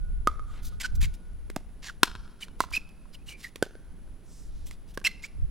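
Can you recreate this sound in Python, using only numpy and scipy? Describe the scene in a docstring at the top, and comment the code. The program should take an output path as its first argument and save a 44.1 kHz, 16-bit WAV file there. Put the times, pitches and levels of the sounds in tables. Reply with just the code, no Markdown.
"""Paddles pop a hollow ball in a pickleball rally on an outdoor hard court: each shot is one push of air,
the brief ring of the paddle face, and a crack of the shell made from decaying modes and a noise burst.
Between the shots, shoes and bounces tap as short decaying tones, soles scuff as grainy noise and squeak
as wavering stick-slip tones, and something brushes softly. Fences and houses return faint echoes.
Wind rumbles on a two-port microphone as gusty low noise, over far traffic, a faint tone and hiss."""
import sys
import numpy as np
from scipy import signal
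from scipy.fft import rfft, irfft, next_fast_len
from scipy.io import wavfile
from scipy.ndimage import uniform_filter1d

SR = 44100
rng = np.random.default_rng(int(sys.argv[2]) if len(sys.argv) > 2 else 0)


def bounce(signal):
    """Save signal as a 16-bit WAV file at the path given by the first command-line argument."""
    frames = np.transpose(np.atleast_2d(signal))
    limited = np.clip(frames, -1, 1)
    pcm = np.round(limited * 32767).astype(np.int16)
    wavfile.write(sys.argv[1], SR, pcm)


N = 242805
TIME = np.arange(N) / SR
BLOW = TIME[:SR // 4]  # time base of one struck or scuffed sound
SIDES = np.array([[1], [-1]])  # left, right


def undb(db):
    """Decibels to gain."""
    return 10 ** (np.asarray(db) / 20)


def unit(x):
    """Scale to rms 1."""
    return x / np.sqrt(np.mean(x ** 2))


def noise(points, size):
    """Noise of rms 1 with the colour of (Hz, dB) points."""
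    hz, db = np.transpose(points)
    count = next_fast_len(size)
    f = np.maximum(np.fft.rfftfreq(count, 1 / SR), 1)
    colour = undb(np.interp(np.log(f), np.log(hz), db))
    return unit(irfft(rfft(rng.standard_normal(count)) * colour, count)[:size])


def walk(rate, size):
    """Random wander: `rate` normal draws a second, joined by straight lines."""
    return np.interp(TIME[:size] * rate + rng.random(), np.arange(size), rng.standard_normal(size))


def lowpass(x, hz):
    """Gentle loss of treble."""
    return signal.sosfilt(signal.butter(1, min(hz, .45 * SR), fs=SR, output="sos"), x)


def mode(hz, db, t60):
    """One struck resonance, a sine that falls 60 dB in t60 seconds."""
    return undb(db - 60 * BLOW / t60) * np.sin(2 * np.pi * hz * BLOW)


def fade(t, t60):
    """Exponential decay by 60 dB in t60 seconds."""
    return np.exp(-np.log(1000) * t / t60)


def delayed(x, s):
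    """The same sound s seconds later."""
    t = TIME[:len(x)]
    return np.interp(t - s, t, x, left=0)


def add(out, s, sound, pan_db=0):
    """Mix a sound into both channels at time s, the left pan_db above the right."""
    start = max(int(s * SR), 0)
    sound = sound[:N - start]
    out[:, start:start + len(sound)] += undb(SIDES * pan_db / 2) * sound


# Paddle shots on the court. Each row: start in seconds, shove in Hz, shove level in dB, face mode in Hz,
# its level in dB, its t60 in seconds, second mode in Hz, its level in dB, shell level in dB, crack level
# in dB, ground bounce lag in seconds, near fence delay in seconds, its level in dB, far fence delay in
# seconds, its level in dB, left minus right in dB, extra level of the sound leaving sideways in dB.
PADDLE_SHOTS = [(0.2728, 600, -17, 1241, -12.5, 0.054, 1200, -25, -42, -26, .00085, 0.027, -27, 0.1217, -24, -3.5, 6.5),
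                (2.0321, 411, -17, 1078, -6, 0.015, 1423, -5, -11, -9, .0031, 0.047, -28, 0.12, -29, 1.3, -1),
                (2.6046, 493, -28.5, 1055, -12, 0.021, 1280, -20, -44, -20.5, .0030, 0.034, -18, 0.1104, -27.5, -4, 1),
                (3.6256, 512, -10.5, 1536, -13.5, 0.03, 1670, -35.5, -24.5, -22, .00227, 0.038, -26.5, .1275, -28.5, -2, 0),
                (4.9750, 439.5, -25.5, 1599, -26.5, .019, 1136, -32, -40, -38, .0018, 0.0403, -18.5, 0.112, -26, -3.5, 1)]
# Modes of the ball's shell. Each row: pitch in Hz, level in dB relative to the shot's shell level,
# t60 in seconds.
SHELL_MODES = [(2060, -12.5, .012), (2880, -8.5, 0.016), (3224, 0, 0.011), (4382, -4, .012),
               (5110, -6.5, 0.016), (7500, -13, .008)]


def shots(sideways, second_t60=0.018, ground=0.25, fence_hz=3500):
    """The paddle shoves the air, its face rings like a drum, and the ball's shell cracks."""
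    out = np.zeros((2, N))
    shell = sum(mode(hz, db, t60) for hz, db, t60 in SHELL_MODES)
    for s, shove_hz, shove_db, face_hz, face_db, t60, *rest in PADDLE_SHOTS:
        second_hz, second_db, shell_db, crack_db, *place = rest
        lag, near_s, near_db, far_s, far_db, pan_db, sideways_db = place
        # a single cycle: one push and pull during the contact
        shove = undb(shove_db) * np.sin(2 * np.pi * np.minimum(shove_hz * BLOW, 1))
        face = mode(face_hz, face_db, t60) + mode(second_hz, second_db, second_t60)
        pop = shove + face + undb(shell_db) * shell + undb(crack_db) * crack()
        pop = pop + ground * delayed(pop, lag)  # the hard court mirrors it
        slaps = undb(near_db) * delayed(pop, near_s) + undb(far_db) * delayed(pop, far_s)
        heard = pop + lowpass(slaps, fence_hz)
        add(out, s, undb(sideways * sideways_db) * heard, pan_db)
    return out


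# Colour of a hard contact. Each row: frequency in Hz, relative level in dB per Hz.
CRACK_COLOUR = [(300, -23), (1200, -0.5), (2800, -3), (5000, -5.5), (9000, -9), (12000, -13.5),
                (16000, -20)]


def crack(t60=0.0071, contact_s=0.00087, tail_db=-22, tail_t60=0.11, patchy_db=5):
    """A bright burst holds for the contact and decays, over its patchy scatter off the ground."""
    size = len(BLOW)
    burst = fade(np.maximum(BLOW - contact_s, 0), t60)
    scatter = undb(tail_db + patchy_db * walk(400, size)) * fade(BLOW, tail_t60)
    return noise(CRACK_COLOUR, size) * (burst + scatter)


# Bounces and footfalls on the court. Each row: start in seconds, thud in Hz, thud level in dB,
# knock in Hz, knock level in dB, click level in dB.
COURT_TAPS = [(1.5009, 402, -26.5, 2058, -39, -38.5), (1.5621, 690, -35, 2840, -40, -27.5),
              (1.5651, 252, -13.5, 692, -20.5, -36.5), (2.7770, 220, -27.5, 600, -55, -40.5),
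              (2.8910, 402.8, -61.5, 2513, -51, -50.5), (3.5586, 460.7, -30, 1943, -36.5, -32.5),
              (4.7110, 400, -41, 2090, -41, -38), (5, 402, -54, 2562, -61.5, -49),
              (5.043, 302.5, -39, 783, -38, -34)]


def taps(thud_t60=0.0091, knock_t60=0.013, pan_db=-3.0):
    """Dead, short blows on the hard court: two quickly damped modes and a click."""
    out = np.zeros((2, N))
    for s, thud_hz, thud_db, knock_hz, knock_db, click_db in COURT_TAPS:
        thud = mode(thud_hz, thud_db, thud_t60)
        knock = mode(knock_hz, knock_db, knock_t60)
        click = undb(click_db) * crack(t60=0.0087, contact_s=.0003)
        add(out, s, thud + knock + click, pan_db)
    return out


# Soles dragging over the gritty paint. Each row: start in seconds, length in seconds,
# level in dB before the weight shapes it, reference frequency of the colour in Hz.
SOLE_SCUFFS = [(0.488, 0.17, -58.5, 1670), (0.620, 0.08, -49, 8100), (0.799, 0.027, -36, 4050),
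               (0.820, 0.054, -39.5, 3450), (0.949, 0.018, -47.5, 8140), (1.005, 0.057, -36.2, 4284),
               (1.131, 0.029, -55.5, 5920), (1.821, 0.092, -42.5, 3520), (2.403, 0.052, -45.5, 4512),
               (2.59, 0.067, -48, 5030), (2.703, 0.011, -53, 5990), (2.720, 0.061, -37.5, 4460),
               (3.127, 0.034, -52, 4500), (3.26, 0.083, -49, 4460), (3.369, 0.13, -53.5, 4500),
               (3.424, 0.046, -47, 3950), (4.657, 0.041, -52, 8000), (4.697, 0.056, -59.5, 5050),
               (4.874, 0.053, -61, 6000), (4.938, 0.018, -53.5, 6005), (5.042, 0.04, -29, 4030),
               (5.221, 0.049, -46.5, 3950)]
# Colour of the grit. Each row: multiple of the reference frequency, relative level in dB per Hz.
GRIT_COLOUR = [(0.1, -22), (.25, -12), (.5, -2), (1, -3.5), (1.999, -8.5), (3, -14.5), (5, -32)]


def scuffs(grain_db=3, catch_db=2, swell=0.74, tread_db=2.5, trail_db=-16, trail_t60=.17, pan_db=-1.5):
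    """A sole rasps over grit, catching and letting go under its weight; loose grit rolls on after."""
    out = np.zeros((2, N))
    multiple, colour = np.transpose(GRIT_COLOUR)
    bands = np.geomspace(multiple[0], multiple[-1], 40)
    size = len(BLOW)
    trail = fade(BLOW, trail_t60)
    for s, length, db, reference_hz in SOLE_SCUFFS:
        tread = np.interp(np.log(bands), np.log(multiple), colour)
        tread = tread + tread_db * rng.standard_normal(len(bands))  # each step rings differently
        rasp = noise(np.column_stack([reference_hz * bands, tread]), size)
        grip = undb(grain_db * walk(2000, size) + catch_db * walk(200, size))
        weight = np.abs(np.sin(np.pi * np.minimum(BLOW / length, 1))) ** swell
        rolling = undb(trail_db) * signal.fftconvolve(weight, trail / trail.sum())[:size]
        add(out, s, undb(db) * unit(rasp * grip) * np.hypot(weight, rolling), pan_db)
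    return out


# Rubber soles squeaking. Each row: start in seconds, length in seconds, pitch in Hz,
# glide as a share of the pitch, level in dB before the soft edges, roughness (0 smooth, 1 rough).
SOLE_SQUEAKS = [(0.805, 0.011, 2207, -0.093, -39.5, 0.49), (0.838, 0.027, 1509, 0.023, -30, 0.42),
                (1.032, 0.027, 2204, -0.072, -42, 0.7), (1.036, .016, 3068, -0.049, -48, 1.19),
                (1.877, 0.033, 1633, -0.282, -40.5, 0.78), (2.422, 0.016, 2973, -0.097, -37, 0.1),
                (2.426, 0.011, 2346, -0.029, -37, 0.85), (2.732, 0.027, 2445, 0.047, -28, 0.42),
                (2.763, 0.017, 2586, -0.048, -24, 0.04), (3.146, 0.013, 2927, -0.083, -49, 0.36),
                (3.283, 0.0127, 2880, -0.056, -41.5, 0.24), (3.287, 0.0894, 2355, -.01, -50.5, 0.36),
                (3.313, 0.0167, 2890, 0.011, -49, 0.31), (3.442, 0.014, 1988, -0.005, -36.5, 0.4),
                (3.452, 0.026, 1880, 0.048, -45.5, 0.4), (5.044, 0.031, 2627, 0.026, -21.5, 0.5),
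                (5.067, .012, 2103, 0.027, -21.5, 0.37), (5.235, 0.019, 2272, 0.21, -36.5, 0.33)]


def squeaks(jitter=0.12, flutter_db=6, overtone_db=-6, edge=0.58, bite=0.43, pan_db=-2.5):
    """Rubber sticks and slips; a rough slide wavers more and has stronger overtones."""
    out = np.zeros((2, N))
    loudest_db = max(row[4] for row in SOLE_SQUEAKS)
    for s, length, hz, glide, db, rough in SOLE_SQUEAKS:
        size = int(length * SR)
        waver = walk(1300, size)
        bend = glide * np.linspace(-.5, .5, size)
        pitch = hz * (1 + bend + jitter * rough * (waver - waver.mean()))
        phase = 2 * np.pi * np.cumsum(pitch) / SR
        # light slides are nearly pure
        fall = undb(overtone_db + bite * (db - loudest_db)) * np.sqrt(abs(rough))
        slip = sum(fall ** k * np.sin((k + 1) * phase) for k in range(4))
        grip = undb(flutter_db * rough * walk(500, size))
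        add(out, s, undb(db) * unit(slip * grip) * signal.windows.tukey(size, edge), pan_db)
    return out


def resonant(hz, size, q):
    """Noise of rms 1 in one broad resonance."""
    peak = signal.iirpeak(min(hz, .45 * SR), q, fs=SR)
    return unit(signal.lfilter(*peak, rng.standard_normal(size)))


# Long soft swishes. Each row: start in seconds, length in seconds, level in dB before the swell,
# lower resonance in Hz, upper resonance in Hz.
SOFT_SWISHES = [(0.45, 0.17, -66, 3400, 7300), (0.671, 0.11, -66, 3500, 3900),
                (4.228, 0.29, -61, 5640, 7720), (4.421, 0.38, -68, 3890, 5600)]


def swishes(q=3.5, flutter_db=1.0, pan_db=-2.0):
    """Soft brushing, like a sliding shoe or moving clothes: swelling noise in two resonances."""
    out = np.zeros((2, N))
    for s, length, db, lower_hz, upper_hz in SOFT_SWISHES:
        size = int(length * SR)
        brush = unit(resonant(lower_hz, size, q) + resonant(upper_hz, size, q))
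        level = undb(db + flutter_db * walk(61, size))
        add(out, s, brush * level * signal.windows.cosine(size), pan_db)
    return out


def players(sideways, radiate_hz=115):
    """All that paddles, ball and shoes send towards the microphone, or sideways; little of it is bass."""
    play = shots(sideways) + taps() + scuffs() + swishes() + squeaks()
    return signal.sosfilt(signal.butter(2, radiate_hz, "high", fs=SR, output="sos"), play)


# Echoes from the net, fences and houses. Each row: delay at the microphone in seconds,
# level in dB before the treble loss.
COURT_ECHOES = [(0.011, -28.5), (0.043, -32.5), (0.0828, -35), (.128, -37), (.245, -46), (0.451, -41.5)]


def court(dry, sideways, echo_hz=5000, near_db=-26, near_t60=0.38, far_db=-36, far_t60=1.4, patchy_db=5):
    """Distinct echoes, an uneven scatter from the fences and a long dull one from the houses."""
    echoes = np.zeros(SR)
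    for delay, db in COURT_ECHOES:
        echoes[int(delay * SR)] += undb(db)
    out = signal.fftconvolve(dry, lowpass(echoes, echo_hz)[None], axes=1)
    t = TIME[:SR]
    onset = 1 - np.exp(-t / .008)
    # scatter colours as (Hz, relative dB per Hz)
    fences = [(150, -8.5), (1000, -4.5), (2000, 1), (4500, 2.0), (15000, -8)]
    houses = [(200, -17.5), (950, -7), (1300, -0.5), (2600, -9), (5000, -3.5), (12000, -19.0)]
    for sound in (dry, sideways):
        near = noise(fences, SR) * fade(t, near_t60) * undb(patchy_db * walk(250, SR))
        far = noise(houses, SR) * fade(t, far_t60) * undb(patchy_db * walk(74, SR))
        scatter = undb(near_db) * unit(near) + undb(far_db) * unit(far)
        scatter = scatter * onset / np.sqrt(2 * SR)
        out = out + signal.fftconvolve(sound, scatter[None], axes=1)
    return out[:, :N]


# Colour of the wind at the microphone. Each row: frequency in Hz, relative level in dB per Hz.
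WIND_COLOUR = [(15, -2), (28, 3), (45, -5.5), (70, -8), (100, -19.5), (150, -27), (300, -45), (800, -86)]
# Strength of the wind at the microphone. Each row: time in seconds, level in dB before gain_db.
WIND_GUSTS = [(0.0, -41), (0.03, -32.5), (0.57, -41.5), (0.7, -36), (0.84, -44.5), (1.03, -25), (1.2, -49),
              (1.35, -41), (1.9, -52), (2.16, -43), (2.36, -56), (2.76, -44), (2.9, -53), (3.34, -48),
              (3.4, -59), (4.11, -45.5), (4.19, -54), (4.66, -39), (4.75, -47.5), (5.32, -51),
              (5.43, -28.5), (5.51, -41)]


def wind(gain_db=5, shared=0.18, split_hz=55, small_db=-2, growth=0.3, buffets_per_s=14, buffet_db=1.5):
    """Gusts buffet the two microphone ports, partly together; strong ones shed more small eddies."""
    # quick turbulence rides on the slower gusts
    gust_db = np.interp(TIME, *np.transpose(WIND_GUSTS)) + buffet_db * walk(buffets_per_s, N)
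    ports = np.array([noise(WIND_COLOUR, N) for _ in range(2)])
    eddies = np.sqrt(shared) * noise(WIND_COLOUR, N) + np.sqrt(1 - shared) * ports
    # even out the eddies, so that the gusts set the strength
    eddies /= np.sqrt(uniform_filter1d(np.mean(eddies ** 2, axis=0), size=4000))
    large = signal.sosfiltfilt(signal.butter(2, split_hz, fs=SR, output="sos"), eddies)
    small = (eddies - large) * undb(small_db + growth * (gust_db - gust_db.mean()))
    return undb(gust_db + gain_db) * (large + small)


# Colour of the far traffic. Each row: frequency in Hz, relative level in dB per Hz.
TRAFFIC_COLOUR = [(40, 1.5), (100, -3.5), (170, 0.5), (300, -8), (600, -18), (1200, -26), (3000, -38),
                  (8000, -59.5)]
# Colour of the microphone's hiss. Each row: frequency in Hz, relative level in dB per Hz.
HISS_COLOUR = [(300, 1.5), (1500, 4), (3000, 0), (6000, -6), (9300, -6.5), (10000, -1), (10500, 9.5),
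               (11100, -5.5), (12000, -13.5), (16000, -10)]
# Faint far tone. Each row: time in seconds, level in dB about which it wavers.
FAR_TONE = [(0, -74), (.05, -62.5), (.25, -75.5), (.6, -67.5), (.95, -67), (1.5, -78.5), (2.4, -84),
            (5.5, -86)]


def background(traffic_db=-55, side_db=-13, hiss_db=-68, hiss_side_db=-9, whine_hz=1453, pan_db=-2.0):
    """Far traffic and the microphone's own hiss as coloured noise, and a faint wavering sine."""
    traffic_level = undb(traffic_db + walk(9.7, N) + SIDES * pan_db / 2)
    # noise of opposite sign in the two channels widens the sound
    traffic = noise(TRAFFIC_COLOUR, N) + undb(side_db) * SIDES * noise(TRAFFIC_COLOUR, N)
    hiss = noise(HISS_COLOUR, N) + undb(hiss_side_db) * SIDES * noise(HISS_COLOUR, N)
    pitch = whine_hz + 8 * walk(40, N)
    tone = unit(np.sin(2 * np.pi * np.cumsum(pitch) / SR))
    tone_level = undb(np.interp(TIME, *np.transpose(FAR_TONE)) + 2 * walk(15, N))
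    return traffic_level * traffic + undb(hiss_db) * hiss + tone * tone_level


def scene():
    """The players in the open court, under wind; what leaves them sideways differs in fine detail."""
    play = players(False)
    return play + court(play, players(True)) + wind() + background()


def record(dry, spread_hz=11000, top_hz=16000):
    """The two ports drift apart in phase towards the treble; full scale clips and the top is cut."""
    phase = (np.fft.rfftfreq(N, 1 / SR) / spread_hz) ** 0.87  # radians between the ports
    turn = np.exp(-.5j * phase * SIDES)
    ports = np.clip(irfft(rfft(dry) * turn, N), -1, 1)
    return signal.sosfilt(signal.ellip(8, .2, 70, top_hz, fs=SR, output="sos"), ports)


dry = scene()
out = record(dry)
bounce(out)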